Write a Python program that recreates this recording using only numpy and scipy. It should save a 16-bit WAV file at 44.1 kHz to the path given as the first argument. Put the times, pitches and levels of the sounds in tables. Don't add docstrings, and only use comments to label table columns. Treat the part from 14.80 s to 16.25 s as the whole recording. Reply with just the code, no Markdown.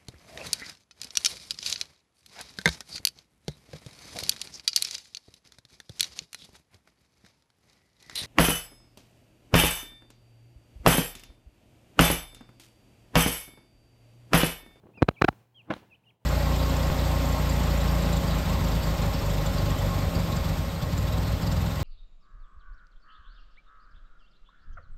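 import sys
import numpy as np
from scipy import signal
from scipy.fft import rfft, irfft, next_fast_len
from scipy.io import wavfile
from scipy.ndimage import uniform_filter1d, map_coordinates

SR = 44100
rng = np.random.default_rng(int(sys.argv[2]) if len(sys.argv) > 2 else 0)


def to_wav(sig):
    pcm = np.clip(np.atleast_2d(sig), -1, 1) * 32767
    pcm = np.round(pcm).astype(np.int16)
    wavfile.write(sys.argv[1], SR, pcm.T)


N = 63945

# frequency_hz, gain_db
AIR_SPECTRUM = [(25, -36.5), (60, -11.5), (115, -0.5), (170, -6.5), (300, -12), (600, -14.5), (950, -15.5),
                (1300, -27.5), (3000, -28.5), (5000, -37.5), (9000, -39), (16000, -38)]
# time_s, level_db
BACKGROUND_LEVELS = [(0, -66.5), (.14, -65.5), (.60, -62), (.68, -72.5), (.74, -71), (.82, -67),
                     (1.15, -66.5), (1.2, -71.5), (1.3, -67), (1.385, -76), (1.43, -69)]
# frequency_hz, t60_s
PEN_DECAY = [(100, 0.84), (500, 0.18), (3000, 1), (8000, 0.64), (16000, .8)]
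PEEP_ECHO_DECAY = [(2000, .25), (4000, 0.28)]
# frequency_hz, gain_db
PEEP_ECHO_SPECTRUM = [(300, -3), (2400, -2), (3200, 0.5), (7000, -5)]
RUSTLE_ECHO_SPECTRUM = [(60, 0), (300, 5.5), (1000, -11), (3000, -5), (6000, 5.5), (15000, 13)]
KNOCK_ECHO_SPECTRUM = [(60, -10), (300, -2.5), (700, -0.5), (1400, -8.5), (3000, -5.5), (5000, 4),
                       (8000, 17.5), (15000, 21)]
# time_s, pitch_hz, level_db
PEEP_CONTOURS = [
    [(.137, 2450, -69), (.160, 2790, -60), (.172, 2680, -59), (.177, 2530, -51), (.192, 2370, -52),
     (.205, 2450, -59), (.213, 2530, -60)],
    [(.341, 3380, -69), (.353, 3280, -68), (.362, 2800, -63), (.370, 2330, -54), (.382, 2270, -54),
     (.390, 2570, -52), (.397, 2450, -60)],
    [(.746, 3200, -67), (.760, 3300, -57), (.779, 3130, -55), (.801, 2770, -54), (.820, 2350, -63)],
    [(1.098, 2800, -74), (1.118, 2620, -59), (1.131, 2480, -54), (1.141, 2570, -57), (1.152, 3150, -61),
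     (1.162, 2380, -66)],
    [(1.238, 2350, -69), (1.252, 3180, -76), (1.271, 2810, -61), (1.286, 2790, -60), (1.299, 3380, -65),
     (1.307, 2450, -60), (1.311, 2050, -69)],
]
PEEP_HARMONICS = [-17, -30, -38, -35, -37]
# start_s, level_db
BEAK_TAPS = [(0.242, -40.5), (0.311, -42.5), (0.5269, -46)]
# peak_s, level_db, attack_s, decay_s, treble_tilt_db_per_octave
RUSTLE_BURSTS = [(.0355, -52, 0.0012, 0.0072, -9), (.057, -50, 0.0021, .008, -15),
                 (.0682, -54, 0.00051, .006, -0.5), (0.091, -54.5, 0.0085, 0.018, -9),
                 (0.154, -59.5, 0.0054, 0.0089, -13), (0.177, -46.5, 0.0027, .008, -6.5),
                 (0.216, -42.5, 0.005, 0.01, -2.5), (.515, -56, .006, 0.016, -11.5),
                 (.895, -45, .014, 0.018, -4), (.9038, -25, 0.00088, .011, 1),
                 (.924, -38.5, 0.0029, 0.01026, 2.5), (.950, -56.5, 0.0062, 0.0428, 10.5),
                 (0.965, -40.5, .002, 0.0037, -7), (1.024, -60, 0.0044, .02, -1.5)]
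# start_s, press_db, release_db, release_delay_s, contact_s, scrape_db, scrape_delay_s,
# scrape_half_length_s, low_resonance_hz, low_resonance_db, high_resonance_hz, high_resonance_db, ring_db
HARD_KNOCKS = [(0.2219, -3, 0, 0.0049, 0.00019, -34, 0.0035, 0.0025, 520, -35.5, 2500, -48.5, -34),
               (.2850, -13, -4.5, .0036, 0.00016, -19, .0040, 0.0015, 1250, -28, 2700, -26.5, -61),
               (0.416, -9, -1.5, .0042, 0.00013, -15, .0054, 0.0012, 1050, -21, 2900, -34, -33.5),
               (0.4437, -7.5, -19, .0016, 0.00025, -20, .0030, 0.0023, 310, -17, 1480, -19.5, -41),
               (0.4847, -28, -5, 0.0037, 0.00013, -21, 0.0014, 0.002, 790, -17, 1400, -18.5, -39),
               (0.9382, -17.5, -25.5, 0.0014, 0.000064, -42, .0012, 0.0011, 1486, -44, 3900, -43, -51)]
# frequency_hz, gain_db
TAP_SPECTRUM = [(60, -5), (250, 16), (1000, -7.5), (2500, -12), (4000, -26.5), (6000, -33.5),
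                (16000, -43.5)]
RUSTLE_SPECTRUM = [(40, -7), (100, 1.5), (250, 12), (500, 7), (900, 5.5), (1300, -0.5), (2000, -7),
                   (3000, -12.5), (4500, -24.5), (7000, -39.5), (16000, -56)]
SCRAPE_SPECTRUM = [(60, -15), (250, -4.5), (700, 5), (1500, 0.5), (2500, -6), (4000, -13), (5500, -21.5),
                   (8000, -39), (16000, -36.5)]
IMPACT_SPECTRUM = [(40, 23), (100, 9), (300, 3.5), (700, -3.5), (1500, -3.5), (3000, -7.5), (6000, -10),
                   (10000, -10.5), (16000, -11)]

TIME_S = np.arange(N) / SR


def amp(db):
    return 10 ** (np.asarray(db) / 20)


def unit_rms(x):
    return x / np.sqrt(np.mean(x ** 2) + 1e-20)


def along(points, hz):
    knot_hz, values = np.transpose(points)
    return np.interp(np.log(hz + 1), np.log(knot_hz + 1), values)


def wobble(rate_hz):
    return map_coordinates(rng.standard_normal(400), [TIME_S * rate_hz], mode="wrap")


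def filtered(x, response):
    size = next_fast_len(N + SR // 2)
    return irfft(rfft(x, size) * response(np.fft.rfftfreq(size, 1 / SR)), size)[:N]


def minimum_phase(x, spectrum, size=2 ** 13):
    gain = amp(along(spectrum, np.fft.rfftfreq(size, 1 / SR)))
    cepstrum = irfft(np.log(gain))
    cepstrum[1:size // 2] *= 2
    cepstrum[size // 2 + 1:] = 0
    impulse_response = irfft(np.exp(rfft(cepstrum)))[:size // 2]
    return signal.fftconvolve(x, impulse_response)[:N]


def shaped_noise(envelope, spectrum_db):
    noise = filtered(rng.standard_normal(N), lambda f: amp(spectrum_db(f)))
    return unit_rms(envelope * noise) * np.sqrt(np.mean(envelope ** 2))


def contact_pulse(start_s, rise_s):
    age = np.maximum(TIME_S - start_s, 0) / rise_s
    return age * np.exp(1 - age)


def low_cut(x, hz):
    return signal.sosfilt(signal.butter(2, hz, "high", fs=SR, output="sos"), x)


def background(hum_hz=117, hum_db=-1, waver_db=2.5):
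    air = shaped_noise(np.ones(N), lambda f: along(AIR_SPECTRUM, f))
    pitch_hz = hum_hz * (1 + 0.0095 * wobble(rate_hz=32))
    phase = 2 * np.pi * np.cumsum(pitch_hz) / SR
    hum = amp(hum_db + waver_db * wobble(rate_hz=16)) * np.sqrt(2) * np.sin(phase)
    level_db = np.interp(TIME_S, *np.transpose(BACKGROUND_LEVELS))
    return amp(level_db) * (air + hum)


def pen_echo(x, spectrum, decay, wet_db):
    hz, t, noise = signal.stft(rng.standard_normal(SR * 3 // 4), SR, nperseg=256)
    gain_db = along(spectrum, hz)[:, None] - 60 * t / along(decay, hz)[:, None]
    tail = signal.istft(noise * amp(gain_db), SR, nperseg=256)[1]
    return amp(wet_db) * signal.fftconvolve(x, tail / np.linalg.norm(tail))[:N]


def peeps(gain_db=-1.5, jitter=.007, fade_s=.002):
    out = np.zeros(N)
    for contour, harmonic_db in zip(PEEP_CONTOURS, PEEP_HARMONICS):
        knot_s, knot_hz, knot_db = np.transpose(contour)
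        glide_hz = uniform_filter1d(np.interp(TIME_S, knot_s, knot_hz), size=200)
        pitch_hz = glide_hz * (1 + jitter * wobble(rate_hz=210))
        phase = 2 * np.pi * np.cumsum(pitch_hz) / SR
        inside_s = np.minimum(TIME_S - knot_s[0], knot_s[-1] - TIME_S)
        gate = np.clip(inside_s / fade_s + 1, 0, 1) ** 2
        level_db = np.interp(TIME_S, knot_s, knot_db)
        harmonic = amp(harmonic_db + 2 * (level_db - knot_db.max())) * np.sin(2 * phase)
        out += np.sqrt(2) * gate * amp(gain_db + level_db) * (np.sin(phase) + harmonic)
    return out


def beak_taps(rise_s=.0014):
    return sum(amp(db) * shaped_noise(contact_pulse(start_s, rise_s), lambda f: along(TAP_SPECTRUM, f))
               for start_s, db in BEAK_TAPS)


def rustles(crackle_db=1.9, crackle_hz=840):
    out = np.zeros(N)
    for peak_s, level_db, attack_s, decay_s, tilt in RUSTLE_BURSTS:
        rise = (TIME_S - peak_s) / attack_s
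        fall = (peak_s - TIME_S) / decay_s + .5
        envelope = np.exp(np.minimum(rise, fall).clip(None, 0))
        crackle = unit_rms(amp(crackle_db * wobble(crackle_hz)))
        out += amp(level_db) * shaped_noise(
            envelope * crackle, lambda f: along(RUSTLE_SPECTRUM, f) + tilt * np.log2(1 + f / 500))
    return out


def resonance_db(f, centre_hz, width_octaves=.07):
    detuning = np.log2((f + 1) / centre_hz) / width_octaves
    return -20 * np.log10(1 + detuning ** 2)


def thin_ring(start_s, pitch_hz=4020, t60_s=.021, rise_s=.0005):
    age_s = np.maximum(TIME_S - start_s, 0)
    envelope = amp(-60 * age_s / t60_s) * (1 - np.exp(-age_s / rise_s))
    return envelope * np.sin(2 * np.pi * pitch_hz * age_s)


def knocks(graze_db=-17, graze_s=.0032, fast_swing_hz=131, slow_swing_hz=55):
    force, scrape, ring = np.zeros((3, N))
    for (start_s, press_db, release_db, release_delay_s, contact_s, scrape_db, scrape_delay_s,
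         half_length_s, low_hz, low_db, high_hz, high_db, ring_db) in HARD_KNOCKS:
        force += amp(press_db) * contact_pulse(start_s, contact_s)
        force -= amp(release_db) * contact_pulse(start_s + release_delay_s, contact_s)
        centre_s = start_s + scrape_delay_s
        offset_s = TIME_S - centre_s
        slip = np.exp(-.5 * (offset_s / half_length_s) ** 2)
        graze = amp(graze_db) * np.exp(-.5 * (offset_s / graze_s + .5) ** 2)
        scrape += amp(scrape_db) * shaped_noise(slip + graze, lambda f: along(SCRAPE_SPECTRUM, f))
        for hz, db in (low_hz, low_db), (high_hz, high_db):
            scrape += amp(db) * shaped_noise(slip, lambda f: resonance_db(f, hz))
        ring += amp(ring_db) * thin_ring(centre_s + half_length_s)
    contact = minimum_phase(force, IMPACT_SPECTRUM) + scrape
    return ring + low_cut(low_cut(contact, fast_swing_hz), slow_swing_hz)


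def scene():
    hard = knocks()
    feeding = rustles() + beak_taps()
    calls = peeps()
    echo = (pen_echo(hard, KNOCK_ECHO_SPECTRUM, PEN_DECAY, wet_db=-15)
            + pen_echo(feeding, RUSTLE_ECHO_SPECTRUM, PEN_DECAY, wet_db=-7)
            + pen_echo(calls, PEEP_ECHO_SPECTRUM, PEEP_ECHO_DECAY, wet_db=-18))
    return (background() + echo + calls + feeding + hard)[None]


def record(dry):
    bass_hz, top_hz = 42.3, 16500
    return filtered(low_cut(dry[0], bass_hz), lambda hz: hz < top_hz)[None]


dry = scene()
out = record(dry)
to_wav(out)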